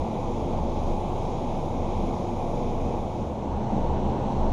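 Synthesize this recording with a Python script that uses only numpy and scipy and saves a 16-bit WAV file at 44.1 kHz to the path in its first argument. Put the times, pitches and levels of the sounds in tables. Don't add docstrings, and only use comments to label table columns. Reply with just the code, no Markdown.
import sys
import numpy as np
from scipy import signal
from scipy.fft import rfft, irfft, dct, next_fast_len
from scipy.io import wavfile
from scipy.ndimage import uniform_filter1d

SR = 44100
rng = np.random.default_rng(int(sys.argv[2]) if len(sys.argv) > 2 else 0)


def level_to_linear(level):
    exponent = np.asarray(level, float) / 20
    return 10 ** exponent


def dump(signal):
    limited = np.clip(np.atleast_2d(signal).T, -1, 1)
    pcm = np.round(limited * 32767).astype(np.int16)
    wavfile.write(sys.argv[1], SR, pcm)


N = 199552


def level(x):
    return x / np.sqrt(np.mean(x ** 2))


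def walk(rate_hz):
    held = np.repeat(rng.standard_normal(int(N / SR * rate_hz) + 2), 16)
    slewed = uniform_filter1d(uniform_filter1d(held, size=16), size=16)
    return level(np.interp(np.arange(N) * 16 * rate_hz / SR, np.arange(len(held)), slewed))


def bumps(times, heights, lengths):
    t = np.arange(0, N, 64) / SR
    bells = np.exp(-(2 * (t[:, None] - times) / lengths) ** 2)
    return np.interp(np.arange(N) / SR, t, bells @ heights)


def swelling(steady, rows):
    times, peak_db, lengths = np.transpose(rows)
    return np.sqrt(steady ** 2 + bumps(times, level_to_linear(peak_db) ** 2, lengths))


def standing(pitch_hz, wander, rate_hz):
    pitch = pitch_hz * (1 + wander * walk(rate_hz))
    return np.sqrt(2) * np.sin(2 * np.pi * np.cumsum(pitch) / SR)


def churn(spectrum, modes, flicker_db, rate_hz):
    size = next_fast_len(N)
    hz = np.arange(size // 2 + 1) * SR / size + 1e-3
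    points = np.array(spectrum)
    power = level_to_linear(np.interp(np.log(hz), np.log(points[:, 0]), points[:, 1], -200, -200)) ** 2
    rings = sum(level_to_linear(db) ** 2 / (1 + (2 * (hz - f) / width) ** 2) ** 2 for f, width, db in modes)
    noise = rfft(rng.standard_normal(size)) * np.sqrt(power * (1 + rings))
    lowest = np.round(2 * np.log2(points[0, 0])) - 1
    highest = 2 * np.log2(points[-1, 0]) + 1
    out = 0
    for centre in np.arange(lowest, highest):
        share = np.clip(1 - abs(2 * np.log2(hz) - centre), 0, 1)
        out = out + level_to_linear(flicker_db * walk(rate_hz)) * irfft(noise * share, size)[:N]
    return level(out)


def even(x, span_s):
    k = int(span_s * SR)
    return x / np.sqrt(uniform_filter1d(uniform_filter1d(x ** 2, k), k))


def nearness():
    start_s, end_s = 2.93, 3.75
    return np.clip((np.arange(N) / SR - start_s) / (end_s - start_s), 0, 1)


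def heard(ledge_db, mouth_db):
    fade = nearness()
    return np.hypot((1 - fade) * level_to_linear(ledge_db), fade * level_to_linear(mouth_db))


def between_spots(ledge, mouth):
    fade = nearness()
    return ((1 - fade) * ledge + fade * mouth) / np.hypot(1 - fade, fade)


# peak_s, level_db (over the deep roar)
SLUGS = [(0, -0.5), (.57, 2.5), (.95, 0.5), (1.85, 1), (2.04, 4), (2.18, 2), (2.57, 2), (2.68, 2.5),
         (2.87, 2.5), (3.21, 5), (3.65, 2), (3.76, 5), (3.99, 1), (4.09, 2.5), (4.23, 1.5), (4.33, 2.5)]


def slug_swell_db():
    return bumps(*np.transpose(SLUGS), 0.08)


# peak_s, level_db (over the roar)
SHEETS = [(.52, 1.5), (.9, 1.5), (1.88, 0.5), (2.1, 1), (2.44, 1), (2.57, 2), (2.94, 2), (3.78, 1),
          (3.89, 0.5), (4.13, 1), (4.45, 2)]


def sheet_swell_db():
    return bumps(*np.transpose(SHEETS), 0.096)


# pitch_hz, level_db (per Hz)
ROAR_LEDGE = [(18, -32), (30, -11), (49, -22.5), (81, -10.5), (245, -10), (297, -15), (353, -10),
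              (392, -16), (855, -12.5), (1410, -39), (1900, -52.5), (2470, -71), (4180, -120)]
ROAR_MOUTH = [(18, -26), (30, -10), (48, -21), (81, -8), (156, -11.5), (202, -4.5), (241, -11.5),
              (442, -14.5), (901, -14), (1190, -31), (1900, -51.5), (2470, -75), (4180, -120)]
# pitch_hz, width_hz, level_db (over the roar)
MODES_LEDGE = [(41, 17, 8.5), (94, 14.5, 5.5), (110, 15, 2), (139, 10, 6), (181, 13, 3.5), (218.2, 23, 3.5),
               (242, 6.4, 6.5), (276.5, 22, 3.5), (344.4, 23, 3), (430, 87, -0.5), (493.3, 41, 5),
               (566, 41, -0.5), (850, 14, -1), (1078, 280, -2)]
MODES_MOUTH = [(41.2, 12, 6), (107.6, 18, 3.6), (128.5, 19, 7.8), (193, 7.8, 6.1), (216, 8.9, 9.2),
               (267, 25, 3.9), (352.3, 15, 6.4), (472, 12, 2), (537, 10, 1.6), (780, 20, 1.9),
               (829, 19, 1.5), (934, 22, 1.9), (1123, 33, 1.5)]


def roar(slug_db, sheet_db):
    ledge = churn(ROAR_LEDGE, MODES_LEDGE, flicker_db=0.44, rate_hz=9.2)
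    mouth = churn(ROAR_MOUTH, MODES_MOUTH, flicker_db=0.87, rate_hz=9)
    water = between_spots(ledge, mouth)
    body_hz = 300
    deep = signal.sosfiltfilt(signal.butter(2, body_hz, fs=SR, output="sos"), water)
    thuds = heard(-33, -31.5) * level_to_linear(slug_db) * even(deep, span_s=0.04)
    froth = heard(-32.5, -31) * level_to_linear(sheet_db) * even(water - deep, span_s=0.08)
    return thuds + froth


# peak_s, peak_db, length_s
SURGES = [(0, -30, 0.07), (.3, -30.5, .18), (.58, -29.5, 0.19), (0.764, -30, 0.17), (0.914, -25, .12),
          (1.197, -31, .3), (1.55, -31.5, .3), (1.84, -30, .2), (2.026, -26.5, .14), (2.5, -31.5, 0.39),
          (2.765, -28.5, .2), (3.0, -31, 0.099), (3.2, -40, .1), (3.57, -34, .15), (3.867, -27, 0.23),
          (4.065, -30, .1), (4.26, -33.5, .12), (4.47, -23, 0.16)]


def throb():
    return swelling(heard(-46.5, -43), SURGES) * standing(23, wander=.05, rate_hz=5.07)


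# peak_s, peak_db, length_s
GULPS = [(0, -28, 0.072), (0.442, -33.5, 0.071), (0.623, -33, 0.15), (0.797, -34.5, 0.17),
         (1.06, -37.5, 0.13), (1.3, -41, .3), (1.79, -35.5, .14), (1.977, -34, 0.055), (2.11, -41, .05),
         (2.45, -45, 0.23), (2.868, -33, .06), (3.057, -38.5, 0.13), (3.24, -35, 0.21),
         (3.543, -30.5, 0.082), (3.903, -28, .1), (4.073, -29.5, 0.085), (4.23, -32.5, .08),
         (4.402, -30.5, 0.11), (4.52, -31, 0.087)]


def hum():
    tone = standing(72.3, wander=.03, rate_hz=12) * level_to_linear(1.0 * walk(20))
    return swelling(heard(-50.5, -40.5), GULPS) * tone


# pitch_hz, level_db (against the spray)
FAINTEST = [(5000, -27), (7000, -12), (8000, -5.5), (10000, -5), (11500, -6), (12500, -7.5), (12900, -3),
            (14000, 3)]


def patchy_treble(x, coarser_db, scatter_db=1.8, hop=1024, band=16):
    h, frames = hop // 2, N // hop + 2
    window = np.sin(np.pi * (np.arange(2 * hop) + .5) / (2 * hop))
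    padded = np.pad(x, (hop, (frames + 1) * hop - N - hop))
    places = hop * np.arange(frames)[:, None] + np.arange(2 * hop)
    a, b, c, d = np.split(padded[places] * window, 4, axis=1)
    values = dct(np.hstack([-c[:, ::-1] - d, a - b[:, ::-1]]), type=4, norm="ortho")
    hz = (np.arange(hop) + .5) * SR / (2 * hop)
    step_db = np.interp(hz, *np.transpose(FAINTEST))
    scatter = scatter_db * np.repeat(rng.standard_normal((frames, hop // band)), band, axis=1)
    step = level_to_linear(step_db + coarser_db + scatter)
    values = np.sign(values) * np.floor(abs(values) / step + .4) * step
    p, q = np.split(dct(values, type=4, norm="ortho"), 2, axis=1)
    pieces = np.hstack([q, -q[:, ::-1], -p[:, ::-1], -p]) * window
    return (pieces[:-1, hop:] + pieces[1:, :hop]).ravel()[:N]


# pitch_hz, level_db (per Hz)
SPRAY_LEDGE = [(940, -37), (1600, -13.5), (1830, -9.5), (2200, -0.5), (2470, 0), (2770, -6.5), (3330, -3),
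               (3800, -4.5), (4340, -12), (6690, -8.5), (7910, -23), (8720, -23.5), (11100, -23.5),
               (12500, -28.5), (13200, -29)]
SPRAY_MOUTH = [(880, -32), (1500, -1.5), (1650, -8), (2020, -4.5), (2820, -4), (3130, -5.5), (4080, -8),
               (4860, -16.5), (6050, -10.5), (7530, -19.5), (8820, -27.5), (11600, -29), (12200, -47),
               (15900, -75), (22000, -120)]
# pitch_hz, width_hz, level_db (over the spray)
HOUSING = [(7440, 400, -4.5), (8670, 530, 2), (10240, 900, 1.5)]


def spray(slug_db, sheet_db):
    ledge = patchy_treble(churn(SPRAY_LEDGE, HOUSING, flicker_db=1., rate_hz=8), coarser_db=.7)
    mouth = patchy_treble(churn(SPRAY_MOUTH, [], flicker_db=.8, rate_hz=8), coarser_db=-1.5)
    follows = 0.19
    return heard(-52.7, -52.5) * level_to_linear(follows * (slug_db + sheet_db)) * between_spots(ledge, mouth)


def scene():
    slug_db, sheet_db = slug_swell_db(), sheet_swell_db()
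    mix = roar(slug_db, sheet_db) + throb() + hum() + spray(slug_db, sheet_db)
    return mix[None]


def low_pass(x):
    return signal.sosfilt(signal.butter(12, 13360, fs=SR, output="sos"), x)


def record(dry):
    ending = np.clip((N - np.arange(N)) / (.002 * SR), 0, 1)
    return low_pass(ending * dry)


dry = scene()
out = record(dry)
dump(out)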